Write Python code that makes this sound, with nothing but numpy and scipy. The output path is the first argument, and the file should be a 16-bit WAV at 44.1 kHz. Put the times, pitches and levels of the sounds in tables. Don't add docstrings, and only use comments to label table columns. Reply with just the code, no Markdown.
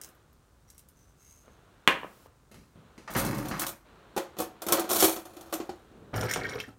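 import sys
import numpy as np
from scipy import signal
from scipy.fft import rfft, irfft
from scipy.io import wavfile
from scipy.ndimage import uniform_filter1d

SR = 44100
rng = np.random.default_rng(int(sys.argv[2]) if len(sys.argv) > 2 else 0)


def output_pcm(signal):
    pcm = np.clip(np.atleast_2d(signal).T, -1, 1) * 32767
    wavfile.write(sys.argv[1], SR, np.round(pcm).astype(np.int16))


N = 298998
RING_SAMPLES = 26460
TIME_S, AGE_S = np.arange(N) / SR, np.arange(RING_SAMPLES) / SR
TOP_HZ = 15800


def amp(db):
    return 10 ** (np.asarray(db) / 20)


def unit(x):
    return x / np.sqrt(np.sum(x ** 2) + 1e-18)


def fade(t60_s):
    return np.exp(-np.log(1000) * AGE_S / max(t60_s, 1e-4))


def burst(t60_s):
    return rng.standard_normal(RING_SAMPLES) * fade(t60_s)


def through(x, response):
    return signal.fftconvolve(x, response)[:len(x)]


def soften(x, cutoff_hz):
    return signal.sosfilt(signal.butter(2, min(cutoff_hz, TOP_HZ), fs=SR, output="sos"), x)


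def tone(colour, size=4096):
    hz, db = np.transpose(colour)
    octave, points = np.log2(np.arange(size // 2 + 1) * SR / size + 1), np.log2(hz)
    beyond = np.abs(octave - np.clip(octave, points[0], points[-1]))
    curve_db = np.interp(octave, points, db) - 20 * np.minimum(beyond, 2)
    cepstrum = irfft(np.log(amp(curve_db)))
    cepstrum[1:size // 2] *= 2
    cepstrum[size // 2 + 1:] = 0
    return unit(irfft(np.exp(rfft(cepstrum))))


def dense(colour, crack_t60_s, tail_t60_s, tail_db, snap_db):
    blur = unit(burst(crack_t60_s)) + amp(tail_db) * unit(burst(tail_t60_s))
    blur[0] += amp(snap_db)
    return unit(through(blur, tone(colour)))


def ring(modes, scatter_db):
    chance = rng.standard_normal((len(modes), 2))
    partials = (np.sign(side) * amp(db + scatter_db * weight) * fade(t60_s) * np.sin(2 * np.pi * hz * AGE_S)
                for (hz, db, t60_s), (weight, side) in zip(modes, chance))
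    return unit(sum(partials))


def add(out, start_s, db, response):
    start = max(int(start_s * SR), 0)
    part = response[:max(N - start, 0)]
    out[start:start + len(part)] += amp(db) * np.sqrt(SR / 50) * part


def gesture(start_s, length_s, rise_s, t60_s):
    since_s = TIME_S - start_s
    rise = np.clip(since_s / max(rise_s, 1e-3), 0, 1)
    return rise * np.exp(-np.log(1000) * np.maximum(since_s - length_s, 0) / max(t60_s, 1e-3))


def waver(per_s, depth_db):
    knots = np.clip(rng.standard_normal(N), -2, 2)
    return amp(depth_db * np.interp(TIME_S * per_s, np.arange(N), knots))


def grit(per_s, scatter_db, window=900):
    clicks = (rng.random(N) < per_s / SR) * np.sign(rng.standard_normal(N))
    clicks *= amp(scatter_db * np.clip(rng.standard_normal(N), -2, 2))
    return clicks / np.sqrt(np.abs(uniform_filter1d(clicks ** 2, window)) + 1e-6)


def ping(hz, cycles, glide, size=6000):
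    life = np.minimum(AGE_S[:size] * hz / cycles, 2)
    phase = 2 * np.pi * np.cumsum(hz * (1 + glide * life)) / SR
    return unit(np.exp(-np.log(1000) * life) * np.sin(phase))


def grains(gain, per_s, hz, octaves, cycles, glide=0):
    out = np.zeros(N)
    moment, pitch, size = rng.random((3, N))
    for i in np.flatnonzero((moment < per_s / SR) & (gain > 1e-4)):
        db = 20 * np.log10(gain[i] * np.sqrt(350 / per_s) * size[i] ** 3 + 1e-9)
        pitch_hz = min(hz * 2 ** (octaves * (2 * pitch[i] - 1)), TOP_HZ)
        add(out, i / SR, db, ping(pitch_hz, cycles, glide))
    return out


def kitchen():
    # freq_hz, gain_db
    hum_colour = [(22, -21), (53, -6), (147, -13.5), (179, -17.5), (710, -32), (1230, -29), (2500, -44),
                  (6620, -39), (9500, -41), (10500, -46), (16000, -45)]
    rustle_colour = [(100, -2), (450, 2), (800, -3.5), (1400, -3), (2000, -11.5), (4100, -15), (5000, -27),
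                     (15000, -43)]
    arm_moves = [(-0.06, 0.15, -59.5, 6000), (1.419, 0.78, -63, 9000), (2.732, 0.46, -61.5, 9050),
                 (3.835, 1, -57.5, 9050), (5.26, 0.94, -61, 13820), (5.889, 0.57, -47, 341)]
    hum = amp(-62) * through(rng.standard_normal(N), tone(hum_colour))
    rubbing = amp(-70.5) * grit(per_s=1000, scatter_db=-4.5)
    for start_s, length_s, db, cutoff_hz in arm_moves:
        friction = soften(grit(per_s=4200, scatter_db=1), cutoff_hz)
        rubbing += amp(db) * gesture(start_s, length_s, rise_s=0.035, t60_s=0.93) * friction
    hiss = amp(-64) * gesture(1.88, 0.388, rise_s=0.01, t60_s=0.033) * rng.standard_normal(N)
    return hum + through(rubbing, tone(rustle_colour)) + hiss


def salt():
    # freq_hz, gain_db
    slide_colour = [(1500, -25), (2400, 1), (3200, -11), (5900, -9.5), (6520, 8.5), (7000, -6),
                    (9500, -8.5), (16000, -14)]
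    tick_colour = [(1800, -12.5), (2220, -13.5), (4970, -13), (5700, -6.5), (14600, -15), (16000, -7)]
    slides = [(0.67, 0.028, -68, 0.88), (0.94, 0.1, -70.5, 0.94), (1.16, 0.23, -63, 0.98)]  # start_s, length_s, level_db, pitch_ratio
    ticks = [(0.0144, -25), (0.017, -33), (0.036, -29), (0.046, -27.5), (0.072, -43), (0.089, -39),
             (0.15, -51), (0.33, -50), (0.702, -33.5), (0.747, -47), (0.78, -34.5), (0.793, -37),
             (0.887, -39)]
    trickle = amp(-81) * gesture(0, 1.4, rise_s=0, t60_s=0.58)
    out = grains(trickle, per_s=45, hz=11500, octaves=0.4, cycles=5)
    flow = grit(per_s=900, scatter_db=3.5) * waver(per_s=32, depth_db=3)
    for start_s, length_s, db, pitch_ratio in slides:
        colour = [(hz * pitch_ratio, gain_db) for hz, gain_db in slide_colour]
        tilt = gesture(start_s, length_s, rise_s=0.46 * length_s, t60_s=0.58)
        out += amp(db) * through(flow * tilt, tone(colour))
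    for start_s, db in ticks:
        pitch_ratio = np.clip(2 ** ((-31 - db) / 12), 1, 2)
        colour = [(hz * pitch_ratio, gain_db) for hz, gain_db in tick_colour]
        add(out, start_s, db - 21.5, dense(colour, 0.008, 0.11, tail_db=-0.5, snap_db=-15))
    return out


def grinder():
    contacts = [(1.48, -56.5, 800), (1.876, -16.5, 13700), (1.885, -27.5, 3080), (1.892, -33.5, 694),
                (1.927, -40, 2220), (2.032, -40.5, 1130), (2.046, -40.5, 603), (2.26, -53.5, 710)]
    body_colour = [(70, -46), (125, -13), (200, -6), (700, -3), (1050, -1.5), (1500, -4), (2000, -2),
                   (2950, -4), (3600, -10), (4400, -13), (5100, -21), (9000, -25), (16000, -32)]
    # freq_hz, gain_db, t60_s
    crack_modes = [(1030, -3, 0.006), (2750, -4, 0.007)]
    body_modes = [(200, -7, .18), (540, -4, .15), (812, -3, .2), (1034, -3, .16), (1245, 0, .17),
                  (1933, 3, .17), (2460, 2, .13), (2759, -1, .1), (2950, 0, .09)]
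    out = np.zeros(N)
    for start_s, db, cutoff_hz in contacts:
        crack = dense(body_colour, 0.0085, 0.18, tail_db=-2.5, snap_db=-1)
        crack += amp(-8.5) * ring(crack_modes, scatter_db=1.5)
        shell = unit(through(burst(t60_s=0.37), tone(body_colour)))
        tail = soften(shell + amp(-0.5) * ring(body_modes, scatter_db=-0.5), cutoff_hz=2488)
        add(out, start_s, db, unit(soften(crack + amp(-8) * tail, cutoff_hz)))
    return out


def drawer_speed():
    ease_s, tug_s, stop_s, rise_s = 3.07, 3.15, 3.825, 0.11
    eased, tugged = (np.clip((TIME_S - start_s) / rise_s, 0, 1) for start_s in (ease_s, tug_s))
    braking = np.clip((stop_s - TIME_S) / (stop_s - tug_s - rise_s), 0, 1)
    return np.maximum(0.51 * eased, tugged) * braking


def rattle(colour, per_s, spots=4):
    out = np.zeros(N)
    for _ in range(spots):
        contacts = grit(per_s / spots, scatter_db=11)
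        out += through(contacts, dense(colour, 0.015, 0.021, tail_db=-0.5, snap_db=-1))
    return out / np.sqrt(spots)


def drawer():
    # freq_hz, gain_db
    rumble_colour = [(40, -3), (86, -11), (113, 5.5), (172, -2.5), (199, 7), (256, -9), (285, 7),
                     (483, -17), (551, -4.5), (700, -27)]
    rattle_colour = [(260, -19), (450, -6.5), (665, -0.5), (1120, 3), (1800, -5), (2810, -13.5),
                     (6000, -16), (9000, -19)]
    bump_colour = [(40, -9), (80, -14), (160, -11), (290, -12.5), (450, -18.5), (1000, -26), (4000, -30.5),
                   (15000, -39)]
    bumps = [(2.515, -37.5, 13970), (2.543, -37, 13850), (2.581, -39, 400), (2.756, -36, 298),
             (2.979, -33, 9000), (3.097, -28.5, 1510), (3.155, -13, 3470), (3.168, -17, 220),
             (3.514, -19.5, 3070)]
    jolts = [(3.077, -32.5), (3.15, -23), (3.33, -31), (3.511, -27.5), (3.523, -40)]  # start_s, relative_db
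    speed = drawer_speed()
    end_scrape = amp(-37) * gesture(3.595, 0.035, rise_s=0.029, t60_s=0.24)
    out = amp(-30.5) * speed ** 1.82 * through(grit(per_s=390, scatter_db=3), tone(rumble_colour))
    out += (amp(-41.5) * speed ** 2.05 + end_scrape) * rattle(rattle_colour, per_s=260)
    out *= waver(per_s=28, depth_db=3)
    for start_s, db, cutoff_hz in bumps:
        bump = dense(bump_colour, 0.12, 0.54, tail_db=2.5, snap_db=-7.5)
        add(out, start_s, db - 13, unit(soften(bump, cutoff_hz)))
    for start_s, db in jolts:
        jolt = dense(rattle_colour, 0.11, 0.52, tail_db=11.5, snap_db=-7)
        add(out, start_s, db - 4.5, soften(jolt, cutoff_hz=5900))
    return out


def steel():
    steel_colour = [(880, -8.5), (1500, 0.5), (2000, -4), (2300, 8), (2460, -12.5), (3000, 0), (5120, -3.5),
                    (5880, 6), (6500, -3.5), (9280, 5), (10200, -3.5), (11500, 1), (12700, 2), (13800, 2.5),
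                    (16000, -4)]
    steel_modes = [(2459, -8, .25), (3341, -6, .2), (5868, -6, .15), (6080, -6, .15), (8480, -2, .17),
                   (9566, -1, .16), (11198, 0, .18), (11860, 0, .18), (12184, 0, .2), (13775, 0, .17),
                   (13875, 1, .17)]
    alike = [(hz * (1 + 0.012 * (rng.random() - 0.5)), db, t60_s) for hz, db, t60_s in steel_modes]
    own = [(hz, 0, 0.17) for hz in rng.uniform(4000, TOP_HZ, 16)]
    partials = amp(-10) * ring(alike, scatter_db=3) + amp(-9) * ring(own, scatter_db=2.5)
    return unit(dense(steel_colour, 0.05, 0.14, tail_db=-2.5, snap_db=-10) + partials)


def tray():
    tray_colour = [(380, -10), (560, 3), (750, -0.5), (1250, -6.5), (1900, -10), (3500, -19), (7000, -21)]  # freq_hz, gain_db
    tray_modes = [(370, -7, .18), (541, 1, .24), (743, 0, .22), (807, -6, .2), (1080, -8, .18),
                  (1314, -13, .16)]
    clack = dense(tray_colour, 0.13, 0.28, tail_db=-3.5, snap_db=-14.5)
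    return unit(clack + amp(-5) * ring(tray_modes, scatter_db=13.5))


def box():
    box_colour = [(30, -38), (50, -28), (85, -14.5), (140, -26), (210, -2), (265, -8.5), (330, 9.5),
                  (440, -7), (600, -15.5)]
    box_modes = [(196, -12, .26), (322, -2, .18), (347, 0, .21)]  # freq_hz, gain_db, t60_s
    boom = dense(box_colour, 0.16, 0.63, tail_db=-17, snap_db=-2.5)
    return unit(boom + amp(-9) * ring(box_modes, scatter_db=-9))


def cutlery(pieces=3):
    clinks = [(3.181, -31, -43, -26.5), (3.249, -26.5, -45.5, -33), (3.265, -29.5, -50, -31.5),
              (3.382, -33.5, -40, -49), (3.485, -31, -51, -49), (3.5957, -22.5, -44, -36),
              (3.6663, -22.5, -62, -33.5), (3.693, -36, -53, -42), (4.1647, -32, -34, -24.5),
              (4.1757, -27, -20.5, -21), (4.368, -55, -38.5, -39), (4.3865, -33, -24, -33),
              (4.4022, -24.5, -25, -35.5), (4.6196, -29, -38.5, -30), (4.6658, -27, -23.5, -30),
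              (4.6856, -20, -49, -24.5), (4.7228, -9, -19, -16), (4.7316, -16, -17.5, -38),
              (4.771, -36, -38, -21.5), (4.7959, -22, -24, -53), (4.893, -34, -50, -31.5),
              (4.9066, -22, -49, -21), (4.9896, -20, -36, -34.5), (5.0043, -12, -45.5, -25.5),
              (5.0248, -11.5, -14, -12.5), (5.0353, -32.5, -9, -21), (5.044, -14.5, -34.5, -39),
              (5.081, -22, -23, -23.5), (5.163, -35, -32, -29.5), (5.254, -40, -42, -40.5),
              (5.3678, -44.5, -35.5, -40), (5.41, -40.5, -42, -42), (5.5262, -29.5, -28, -22.5),
              (5.5382, -22.5, -26.5, -61.5), (5.602, -54, -25.5, -32), (5.6931, -53, -30.5, -32.5)]
    pushes = [(3.098, 0.047, 0.1, -47.5, -59), (3.157, 0.04, 0.19, -35, -55),
              (3.421, 0.034, 0.41, -66, -39), (3.586, 0.032, 0.056, -34, -39),
              (3.666, 0.021, 0.054, -38.5, -41), (4.378, 0.032, 0.1, -37.5, -27.5),
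              (4.69, 0.096, 0.43, -54.5, -30.5), (4.887, 0.073, 0.35, -31, -29.5),
              (4.989, 0.063, 0.27, -26.5, -31), (5.193, 0.38, 0.94, -68, -53.5)]
    tray_thumps = [(4.1642, -32, 359), (4.176, -30.5, 379), (4.401, -32.5, 492), (5.601, -34, 327),
                   (5.6923, -37, 352.7)]
    out = np.zeros(N)
    for start_s, steel_db, box_db, tray_db in clinks:
        add(out, start_s, steel_db - 14, steel())
        add(out, start_s, box_db - 10.5, box())
        add(out, start_s, tray_db - 9, tray())
    steel_gain, tray_gain = amp(-51.5) * drawer_speed(), np.zeros(N)
    for start_s, length_s, t60_s, steel_db, tray_db in pushes:
        push = gesture(start_s, length_s, rise_s=0.015, t60_s=t60_s)
        steel_gain = np.maximum(steel_gain, amp(steel_db) * push)
        tray_gain = np.maximum(tray_gain, amp(tray_db) * push)
    for _ in range(pieces):
        contacts = grit(per_s=60, scatter_db=3.5, window=2200) / np.sqrt(pieces)
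        out += amp(1) * through(contacts * steel_gain, steel())
        out += through(contacts * tray_gain, amp(-3) * tray() + amp(-4.5) * box())
    out += grains(amp(-10.5) * steel_gain, per_s=1200, hz=10350, octaves=1, cycles=140)
    for start_s, db, hz in tray_thumps:
        add(out, start_s, db, ring([(hz, 0, 0.069), (hz * 2.27, -6, 0.069)], scatter_db=2))
    fork_ring = amp(-62) * gesture(5.044, 0, rise_s=0, t60_s=1.6) * np.sin(2 * np.pi * 10740 * TIME_S)
    return out + fork_ring


def tines(drag_gain):
    # freq_hz, gain_db
    tub_colour = [(45, -10.5), (80, -6.5), (120, 2), (190, 0.5), (240, -2), (330, 1.5), (420, -4.5),
                  (600, -2), (900, -8), (1300, -12.5), (1900, -16.5)]
    tap_colour = [(80, 3), (150, 2), (400, 6.5), (900, 2.5), (1700, -1.5), (3500, -8), (7000, -21),
                  (15000, -60)]
    skid_colour = [(2500, -12), (3700, 1.5), (4700, -9), (5600, 2.5), (7000, 4.5), (9500, -6), (12000, -11),
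                   (16000, -5)]
    tine_modes = [(5300, 0, .04), (9050, -2, .06), (11100, -5, .06), (13700, -4, .05)]  # freq_hz, gain_db, t60_s
    taps = [(6.142, -40), (6.181, -42), (6.231, -36), (6.3603, -32)]  # start_s, level_db
    skids = [(6.162, -45, 15000), (6.21, -40.5, 7000), (6.232, -55, 10000), (6.312, -35.5, 15000),
             (6.337, -32.5, 11700), (6.495, -47, 6000), (6.6016, -46.5, 5000)]
    friction = grit(per_s=700, scatter_db=6)
    out = drag_gain * through(friction, dense(tub_colour, 0.033, 0.095, tail_db=-3, snap_db=0.5))
    for start_s, db in taps:
        add(out, start_s, db, dense(tap_colour, 0.0067, 0.077, tail_db=2, snap_db=-23))
    for start_s, db, cutoff_hz in skids:
        skid = dense(skid_colour, 0.017, 0.16, tail_db=-1.5, snap_db=-27)
        skid += amp(-6) * ring(tine_modes, scatter_db=-5)
        add(out, start_s, db, unit(soften(skid, cutoff_hz)))
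    return out


def plop(hz, bubbles=3):
    out = np.zeros(RING_SAMPLES)
    for k, (gap, pitch) in enumerate(rng.random((bubbles, 2))):
        pop = ping(hz * 2 ** (0.1 * (k + pitch - 1)), cycles=27, glide=0.14)
        start = int(k * (0.5 + gap) * 0.004 * SR)
        out[start:start + len(pop)] += pop / (1 + k / 2)
    return unit(out)


def marinade(spray_gain):
    air_pockets = [(6.14, -31, 820), (6.236, -27.5, 453), (6.285, -33.5, 1960), (6.297, -32, 1850),
                   (6.31, -26.5, 1800), (6.332, -32, 2030), (6.338, -30, 2850), (6.388, -29.5, 730),
                   (6.399, -42.5, 297), (6.415, -34, 1950), (6.443, -30.5, 1940), (6.452, -30.5, 1710),
                   (6.555, -30, 440), (6.588, -41, 2670), (6.602, -28, 2736), (6.638, -40.5, 1800),
                   (6.68, -38.5, 269)]
    cavity_modes = [(1290, -5, .04), (1730, 0, .04), (1840, 0, .04), (2160, 1, .055), (2750, -2, .05),
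                    (3700, -8, .035)]
    swirl = amp(-48) * gesture(6.14, 0.45, rise_s=0.15, t60_s=0.2)
    droplets = grains(amp(-3) * spray_gain, per_s=1200, hz=7200, octaves=0.92, cycles=17, glide=0.046)
    bubbles = grains(swirl, per_s=800, hz=1920, octaves=1.3, cycles=13, glide=0.22)
    gurgle = grains(swirl, per_s=220, hz=575, octaves=0.8, cycles=10, glide=0.2)
    liquid = droplets + bubbles + gurgle
    for start_s, db, hz in air_pockets:
        add(liquid, start_s, db - 10, plop(hz))
    walls = amp(-3) * unit(burst(t60_s=0.05)) + amp(-16) * ring(cavity_modes, scatter_db=1)
    walls[0] += 1
    return through(liquid, walls)


def stirring():
    strokes = [(6.129, 0.033, -31.5, -58), (6.145, 0.12, -33.5, -47.5), (6.28, 0.067, -40.5, -43.5),
               (6.361, 0.045, -38.5, -59), (6.43, 0.147, -43.5, -55), (6.583, 0.022, -49, -47.5),
               (6.673, 0.0095, -47, -58.5)]
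    drag_gain, spray_gain = np.zeros(N), np.zeros(N)
    for start_s, length_s, drag_db, spray_db in strokes:
        stroke = gesture(start_s, length_s, rise_s=0.012, t60_s=0.18)
        drag_gain = np.maximum(drag_gain, amp(drag_db) * stroke)
        spray_gain = np.maximum(spray_gain, amp(spray_db) * stroke)
    return tines(drag_gain) + marinade(spray_gain)


def room(x, split_hz=1500):
    low_pass, high_pass = (signal.butter(2, split_hz, kind, fs=SR, output="sos") for kind in ("low", "high"))
    near = signal.sosfilt(high_pass, unit(burst(t60_s=0.015)))
    diffuse = rng.standard_normal(RING_SAMPLES) * (1 - np.exp(-(AGE_S / 0.019) ** 2))
    lows = signal.sosfilt(low_pass, unit(diffuse * fade(t60_s=0.31)))
    highs = signal.sosfilt(high_pass, unit(diffuse * fade(t60_s=0.22)))
    return x + through(x, amp(-5) * near + amp(-13) * lows - amp(-16) * highs)


def scene():
    events = sum(room(source()) for source in (salt, grinder, drawer, cutlery, stirring))
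    return (events + kitchen())[None]


def record(dry):
    low_cut = signal.butter(2, 33, "high", fs=SR, output="sos")
    top_cut = signal.ellip(10, 0.2, 80, TOP_HZ, fs=SR, output="sos")
    return signal.sosfilt(top_cut, np.clip(signal.sosfilt(low_cut, dry), -1, 1))


dry = scene()
out = record(dry)
output_pcm(out)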